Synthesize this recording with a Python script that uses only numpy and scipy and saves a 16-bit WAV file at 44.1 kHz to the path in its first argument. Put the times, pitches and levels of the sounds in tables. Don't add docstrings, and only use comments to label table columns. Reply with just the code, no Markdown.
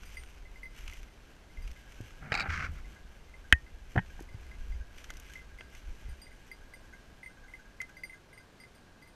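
import sys
import numpy as np
from scipy import signal
from scipy.fft import rfft, irfft, next_fast_len
from scipy.io import wavfile

SR = 44100
rng = np.random.default_rng(int(sys.argv[2]) if len(sys.argv) > 2 else 0)


def dump_mix(stems):
    frames = np.atleast_2d(stems).T
    limited = np.clip(frames, -1, 1)
    pcm = np.round(limited * 32767).astype(np.int16)
    wavfile.write(sys.argv[1], SR, pcm)


N = 403508
TIME = np.arange(N) / SR

# (frequency [Hz], level [dB])
TWIG_COLOUR = [(300, -22), (900, -14), (1500, 1), (1800, -1.5), (2400, 5), (3200, 0), (3900, -9.5),
               (5300, -7), (6100, -1), (7200, -10.5), (10000, -15.5), (12000, -13.5), (15000, -28.5)]


def undb(db):
    return 10 ** (np.asarray(db) / 20)


def unit(x):
    return x / np.sqrt(np.mean(x ** 2))


def curve(rows):
    return np.interp(TIME, *np.transpose(rows))


def add(out, start_s, x):
    part = out[int(start_s * SR):][:len(x)]
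    part += x[:len(part)]


def colour(x, points, tilt_db=0):
    size = next_fast_len(len(x) + 4096, True)
    size += size % 2
    octave = np.log2(np.maximum(np.arange(size // 2 + 1) * SR / size, 1))
    hz, db = np.transpose(points)
    point_octave = np.log2(hz)
    from_centre = np.clip(octave, point_octave[0], point_octave[-1]) - point_octave.mean()
    gain_db = np.interp(octave, point_octave, db) + tilt_db * from_centre
    cepstrum = irfft(np.log(undb(gain_db)))
    cepstrum[1:size // 2] *= 2
    cepstrum[size // 2 + 1:] = 0
    return irfft(rfft(x, size) * np.exp(rfft(cepstrum)))[:len(x)]


def walk(knots_per_s):
    knots = rng.standard_normal(2000)
    return unit(np.interp(TIME * knots_per_s, np.arange(len(knots)), knots))


def ring(modes, scatter_db, detune, size=15000):
    hz, db, t60_s = np.transpose(modes)[:, :, None]
    t = TIME[:size]
    strength, pitch = rng.standard_normal((2, len(modes), 1))
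    tones = np.sin(2 * np.pi * hz * (1 + detune * pitch) * t)
    decays = np.exp(-np.log(1000) * t / t60_s)
    return np.sum(undb(db + scatter_db * strength) * tones * decays, axis=0)


def burst(t60_s, size=2000):
    return rng.standard_normal(size) * np.exp(-np.log(1000) * TIME[:size] / t60_s)


def clicks(per_s, spread_db):
    chance, size = rng.random(N), rng.standard_normal(N)
    hits = chance < per_s / SR
    return hits * undb(spread_db * np.clip(size, -2, 2)) * rng.choice([-1, 1], N)


def swells(rows, attack_s, release_s, sag_db_per_s=0):
    power = np.zeros(N)
    for start_s, length_s, db in rows:
        rise = np.clip(1 + (TIME - start_s) / attack_s, 0, 1)
        hold = undb(db - sag_db_per_s * np.clip(TIME - start_s, 0, length_s))
        fall = np.exp(-np.maximum(TIME - start_s - length_s, 0) / release_s)
        power += (rise * hold * fall) ** 2
    return np.sqrt(power)


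def woodland_air(level_db=-58.5, wander_db=0.4):
    # (frequency [Hz], level [dB])
    air_colour = [(90, -4), (170, -7), (350, -10.5), (600, -13.5), (850, -15.5), (1350, -18.5),
                  (1600, -15.5), (1850, -20.5), (2600, -24), (4000, -25.5), (6100, -30.5), (9000, -36),
                  (12500, -41), (15000, -47.5)]
    hush = unit(colour(rng.standard_normal(N), air_colour))
    return hush * undb(level_db + wander_db * walk(knots_per_s=2.9))


def hand_rumble(trim_db=-1):
    # (frequency [Hz], level [dB])
    rumble_colour = [(12, -6.5), (28, 1.5), (45, -1), (70, -6.5), (95, -22.5), (130, -30), (200, -32.5),
                     (400, -51), (2000, -110)]
    # (time [s], level before trim [dB])
    unrest = [(0, -46), (1.3, -55.5), (2.3, -50.5), (3.25, -52.5), (4.2, -44.5), (5.1, -47.5), (6.5, -55.5),
              (7.6, -55), (8.6, -66.5), (9.15, -63.5)]
    # (start [s], length [s], level before trim [dB])
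    shifts = [(.04, 0.21, -48.5), (.85, 0.18, -44), (1.62, 0.089, -39.5), (2.48, 0.45, -43.5),
              (3.03, .06, -46.5), (4.62, .2, -38.5), (5.88, 0.065, -40), (6.08, 0.044, -39)]
    effort = np.hypot(undb(curve(unrest)), swells(shifts, attack_s=0.082, release_s=0.021))
    return unit(colour(rng.standard_normal(N), rumble_colour)) * effort * undb(trim_db)


def rustle(crackle_db=-2.5, swish_db=2.0):
    # (start [s], length [s], level before mix [dB])
    pushes = [(.02, 0.32, -63), (.79, 0.034, -61.5), (.9, 0.072, -61), (1.66, 0.15, -67.5),
              (1.91, 0.33, -66), (2.78, .18, -68.5), (3.92, 0.33, -68), (4.42, 0.13, -70),
              (4.58, 0.24, -70.5), (4.97, 0.42, -64.5), (5.29, 0.055, -61.5), (5.58, 0.023, -68.5),
              (5.725, 0.045, -66), (5.89, 0.28, -67)]
    stir_db, settles_s, settle_db_per_s = -71, 6.3, 3
    ticks = signal.fftconvolve(clicks(per_s=280, spread_db=3.5), burst(t60_s=0.005))[:N]
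    crackle = unit(colour(clicks(per_s=180, spread_db=3.5), TWIG_COLOUR, tilt_db=-1.9))
    brushing = rng.standard_normal(N) + unit(ticks)
    swish = unit(colour(brushing * undb(2 * walk(knots_per_s=23)), TWIG_COLOUR, tilt_db=-1.0))
    stir = undb(stir_db - settle_db_per_s * np.maximum(TIME - settles_s, 0))
    effort = np.hypot(stir, swells(pushes, attack_s=0.086, release_s=0.055, sag_db_per_s=7.5))
    return effort * (undb(crackle_db) * crackle + undb(swish_db) * swish)


def twigs(trim_db=-1, splinter_db=-12):
    # (time [s], peak before trim [dB], brightness [dB per octave])
    snaps = [(.034, -38, -3), (.143, -44, 9), (.236, -38, 0.5), (.8787, -32, -1.5), (.898, -37, -4),
             (.914, -46, 3), (.935, -39, 3), (0.972, -41, 0), (1.031, -42.5, 0.5), (1.677, -39, 0),
             (1.714, -42.5, 1), (1.922, -40.5, 0), (2.011, -42.5, 4.5), (2.107, -42, -5), (4.204, -41.5, 4),
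             (4.224, -43, 7), (4.983, -39, -2), (5.043, -34.5, -0.5), (5.104, -27, -3), (5.138, -41, 2),
             (5.170, -37.5, 3), (5.199, -38.5, 7), (5.336, -36, 1), (5.6084, -32.5, -8), (5.75, -39, -1),
             (7.816, -29.5, 0), (7.894, -47.5, 2)]
    out = np.zeros(N)
    for s, db, bright in snaps:
        crack = undb(splinter_db) * burst(t60_s=0.021)
        crack[0] += 1
        crack = colour(crack, TWIG_COLOUR, tilt_db=bright)
        add(out, s, undb(db + trim_db) * crack / np.abs(crack).max())
    return out


def branch_rub(dull_hz=2800, groan_db=-7, groan_hz=790, groan_t60_s=0.016):
    # (frequency [Hz], level [dB])
    rub_colour = [(150, -8), (350, -20), (560, -28), (780, -20), (1000, -12.5), (1270, -0.5), (1550, 2.5),
                  (1870, -6), (2150, -0.5), (2800, -13.5), (3700, -23.5), (4400, -21), (6000, -22),
                  (8500, -38), (15000, -51)]
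    # (start [s], length [s], level [dB], share of gritty treble [0-1])
    slides = [(2.225, .085, -51, 0), (2.326, 0.1, -38, 0), (2.45, 0.018, -37.5, 0.05),
              (2.502, 0.069, -34.5, 1), (2.599, 0.067, -36.5, 0.7), (2.762, 0.04, -56.5, 1)]
    jerks = clicks(per_s=5000, spread_db=5.0) * undb(2.0 * walk(knots_per_s=210))
    rough = unit(colour(jerks, rub_colour))
    wall = ring([(groan_hz, 0, groan_t60_s)], scatter_db=0, detune=0)
    groan = unit(signal.fftconvolve(jerks, wall)[:N])
    lowpass = signal.butter(2, dull_hz, fs=SR, output="sos")
    dull = signal.sosfiltfilt(lowpass, rough) + undb(groan_db) * groan
    out = np.zeros(N)
    for start_s, length_s, db, grit in slides:
        pressure = swells([(start_s, length_s, db)], attack_s=0.019, release_s=0.015, sag_db_per_s=25)
        out += pressure * (dull + np.clip(grit, 0, 1) * (rough - dull))
    return out


def thorn_rasps(trim_db=9, t60_s=0.03):
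    # (frequency [Hz], level [dB])
    thorn_colour = [(200, -6), (400, -15), (560, -16), (820, 3), (980, -12), (1300, 0.5), (1800, -6),
                    (2350, 7), (3450, -19), (3900, -1), (4120, -9), (4450, -1), (5000, -7), (5600, -21),
                    (6800, -22.5), (7450, -20), (10000, -37.5)]
    # (time [s], level before trim [dB])
    catches = [(2.3205, -30), (2.327, -31), (2.341, -24.5), (2.351, -25), (2.364, -38), (2.375, -29.5),
               (2.385, -36), (2.397, -26.5), (2.405, -26.5), (2.415, -33), (2.424, -34.5)]
    rasps = np.zeros(N)
    for s, db in catches:
        add(rasps, s, undb(db + trim_db) * burst(t60_s))
    return colour(rasps, thorn_colour)


def branch_judder():
    # (frequency [Hz], level [dB])
    bough_colour = [(40, -17), (90, -3), (165, 0), (240, -10), (400, -22.5), (1000, -54.5)]
    # (start [s], length [s], level [dB])
    judders = [(2.27, 0.38, -49)]
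    noise = unit(colour(rng.standard_normal(N), bough_colour))
    return noise * swells(judders, attack_s=0.11, release_s=0.15)


def case_knocks(grit_db=-29, rise_s=0.00078, soft_hz=1500):
    # (time [s], level [dB], contact cut-off [Hz])
    blows = [(2.32, -13.5, 2840), (2.3216, -13.5, 1840), (2.5045, -23, 3000), (2.5945, -30, 3020),
             (3.5254, 6, 12100), (3.5317, -15, 13700), (3.955, -32, 1800), (3.9601, -23.5, 2400),
             (3.9631, -16.5, 1440), (3.9775, -14.5, 1700), (3.9817, -14, 2330), (3.986, -21.5, 2000),
             (3.9908, -17, 1930), (4.193, -34.5, 1470)]
    # (frequency [Hz], level [dB], t60 [s])
    case_modes = [(756, -27, 0.021), (1630, -9, 0.019), (1800, -3.5, 0.015), (1847, -27.5, 0.12),
                  (1927, -22, 0.046), (2020, -16.5, 0.015), (2545, -15, 0.02), (3045, -3, 0.0074),
                  (6500, -27, 0.011), (9310, -13.5, 0.0033), (11550, -25.5, 0.00474)]
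    # (frequency [Hz], level [dB], t60 [s])
    wall_modes = [(174.3, -14.5, .035), (302, -17, 0.018), (480, -14.5, .016), (778, -7.5, 0.022),
                  (1028, -18, .02)]
    out = np.zeros(N)
    for s, db, contact_hz in blows:
        body = ring(case_modes, scatter_db=1.1, detune=0.001)
        body *= 1 - np.exp(-TIME[:len(body)] / rise_s)
        softness = min(soft_hz / contact_hz, 1)
        slide = burst(t60_s=0.015)
        slide /= np.sqrt(np.sum(slide ** 2))
        blow = body + softness ** 2 * signal.fftconvolve(body, slide)[:len(body)]
        add(blow, 0, undb(grit_db) * burst(t60_s=0.0035))
        band_hz = [800, np.clip(contact_hz, 1300, SR / 2 - 1000)]
        contact = signal.butter(2, band_hz, "bandpass", fs=SR, output="sos")
        flex = softness ** 1.8 * ring(wall_modes, scatter_db=4.0, detune=0.05)
        add(out, s, undb(db) * (signal.sosfilt(contact, blow) + flex))
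    return out


def low_thuds():
    # (time [s], level [dB], frequency [Hz], t60 [s])
    thuds = [(1.659, -36, 55.7, 0.25), (2.004, -35.5, 112, 0.17), (2.005, -31.5, 296, 0.011),
             (2.487, -28.5, 78.8, 0.49), (2.688, -29, 77.4, 0.2), (3.526, -21, 251.2, 0.027),
             (3.53, -12.5, 63, 0.079), (3.958, -17, 265, 0.0099), (3.9723, -16.5, 117, 0.075),
             (3.983, -23, 181, 0.073), (4.209, -35, 333, 0.024), (4.345, -32.5, 102, 0.067),
             (4.6, -30, 31.4, 0.46), (6.086, -31, 64.3, 0.23)]
    out = np.zeros(N)
    for s, db, hz, t60_s in thuds:
        add(out, s, -ring([(hz, db, t60_s)], scatter_db=1, detune=0))
    return out


def far_bell(trim_db=-6.0, rise_s=0.0033):
    # (time [s], level before trim [dB])
    far_strokes = [(1.9739, -51), (2.96, -47), (3.4416, -48.5), (4.0973, -48.5), (4.805, -47),
                   (5.2946, -46), (5.612, -48), (6.611, -50.5), (6.835, -51), (6.9265, -43), (7.297, -49),
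                   (7.371, -48), (7.437, -46.5), (7.5907, -45), (7.647, -51), (7.891, -47), (7.986, -50),
                   (8.1349, -45.5), (8.3997, -50)]
    # (frequency [Hz], level [dB], t60 [s])
    far_modes = [(1534, 5, 0.073), (1625, -2, 0.24), (3880, -22.5, .12), (6410, -14.5, 0.12),
                 (7140, -24, 0.16), (10870, -32, 0.15)]
    # (time [s], level [dB])
    jingle = [(0, -75), (1.4, -80), (2, -65), (3.2, -74), (4.2, -69), (5.2, -67.5), (6.4, -68), (8.2, -72),
              (9.15, -74)]
    out = np.zeros(N)
    for s, db in far_strokes:
        tone = ring(far_modes, scatter_db=1.0, detune=0.0051)
        tone *= 1 - np.exp(-TIME[:len(tone)] / rise_s)
        add(out, s, undb(db + trim_db) * tone)
    faint = clicks(per_s=70, spread_db=2)
    blur = signal.fftconvolve(faint, ring(far_modes[:2], scatter_db=4.5, detune=0))[:N]
    return out + unit(blur) * undb(curve(jingle))


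def collar_bell(high_db=-3.5, top_db=-3, tick_db=-1, bounce_db=-12, rise_s=0.0013):
    # (time [s], level of low modes [dB], level of rim modes before group trims [dB])
    strokes = [(.0544, -67, -58.5), (.1511, -70, -62.5), (.1695, -39, -59), (.4539, -50.5, -82),
               (.5575, -48, -71), (.631, -39, -62), (.6554, -42.5, -64), (.9248, -46.5, -70),
               (1.5718, -47, -76), (1.62, -56, -62), (1.7604, -53, -77), (2.8459, -53.5, -82),
               (2.963, -55, -78), (3.3393, -47, -76.5), (3.6641, -54, -77), (4.2877, -52.5, -77),
               (4.5136, -49, -78), (4.7222, -50, -75), (4.9756, -56, -65), (5.096, -43.5, -73),
               (5.3552, -40.5, -73), (5.3914, -45, -79), (5.5857, -45.5, -69), (6.0896, -58, -62.5),
               (6.2164, -62, -57.5), (6.2662, -50.5, -71), (6.3155, -54, -70), (6.514, -40.5, -57),
               (6.7365, -44.5, -59.5), (6.9341, -50, -70), (7.2305, -41, -64.5), (7.2604, -41, -62),
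               (7.4834, -51.5, -71), (7.5368, -39.5, -68), (7.5524, -59, -76), (7.8027, -31, -59),
               (7.9675, -45, -61), (8.035, -33.5, -52.5), (8.096, -44, -65), (8.1309, -45.5, -69.5),
               (8.329, -50.5, -65.5), (8.3759, -47, -64), (8.6, -51.5, -63), (8.6358, -48, -69),
               (8.7495, -65, -65), (9.0229, -51, -64.5), (9.0744, -61, -63.5)]
    # (frequency [Hz], level [dB], t60 [s])
    low_modes = [(2061, 3, 0.086), (2133, -8.5, 0.065), (2480, -7, 0.0165)]
    middle_modes = [(4785, -1, 0.14), (4930, -10, 0.21), (3326, -19, .15), (6024, -10, 0.14)]
    high_modes = [(8730, 1, 0.15), (8820, -1.5, 0.29)]
    top_modes = [(10650, -8, .07), (11120, -1, 0.07), (12250, 0, 0.064), (13500, -12.5, 0.12),
                 (14300, -18, .06)]
    stray_per_s, stray_db, stray_rim_db = 2.2, -59, -78.5
    stray_s = np.cumsum(rng.exponential(1, size=100)) / stray_per_s
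    strays = [(s, stray_db, stray_rim_db) for s in stray_s if s < TIME[-1]]
    out = np.zeros(N)
    for s, low, rim in strokes + strays:
        tone = undb(low) * ring(low_modes, scatter_db=0.5, detune=0.003)
        tone += undb(rim) * ring(middle_modes, scatter_db=5.5, detune=0.0021)
        tone += undb(rim + high_db) * ring(high_modes, scatter_db=3.0, detune=0.0026)
        tone += undb(rim + top_db) * ring(top_modes, scatter_db=0.5, detune=0.0013)
        tone *= 1 - np.exp(-TIME[:len(tone)] / rise_s)
        tick = colour(burst(t60_s=0.012), TWIG_COLOUR, tilt_db=5)
        add(tone, 0, undb(rim + tick_db) * tick)
        add(out, s, tone)
        add(out, s + rng.uniform(0.013, 0.026), undb(bounce_db) * tone)
    return out


def scene(woods_db=-23, woods_t60_s=0.47):
    outdoors = rustle() + twigs() + far_bell() + collar_bell()
    trunks = burst(woods_t60_s, size=40000)
    trunks /= np.sqrt(np.sum(trunks ** 2))
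    echo = signal.fftconvolve(outdoors, trunks)[:N]
    background = woodland_air() + hand_rumble()
    on_case = branch_rub() + thorn_rasps() + branch_judder() + case_knocks() + low_thuds()
    return (background + on_case + outdoors + undb(woods_db) * echo)[None]


def record(dry, top_hz=15300):
    rounded = dry / (1 + dry ** 4) ** 0.25
    lowpass = signal.ellip(8, 0.2, 70, top_hz, fs=SR, output="sos")
    return signal.sosfilt(lowpass, rounded)


dry = scene()
out = record(dry)
dump_mix(out)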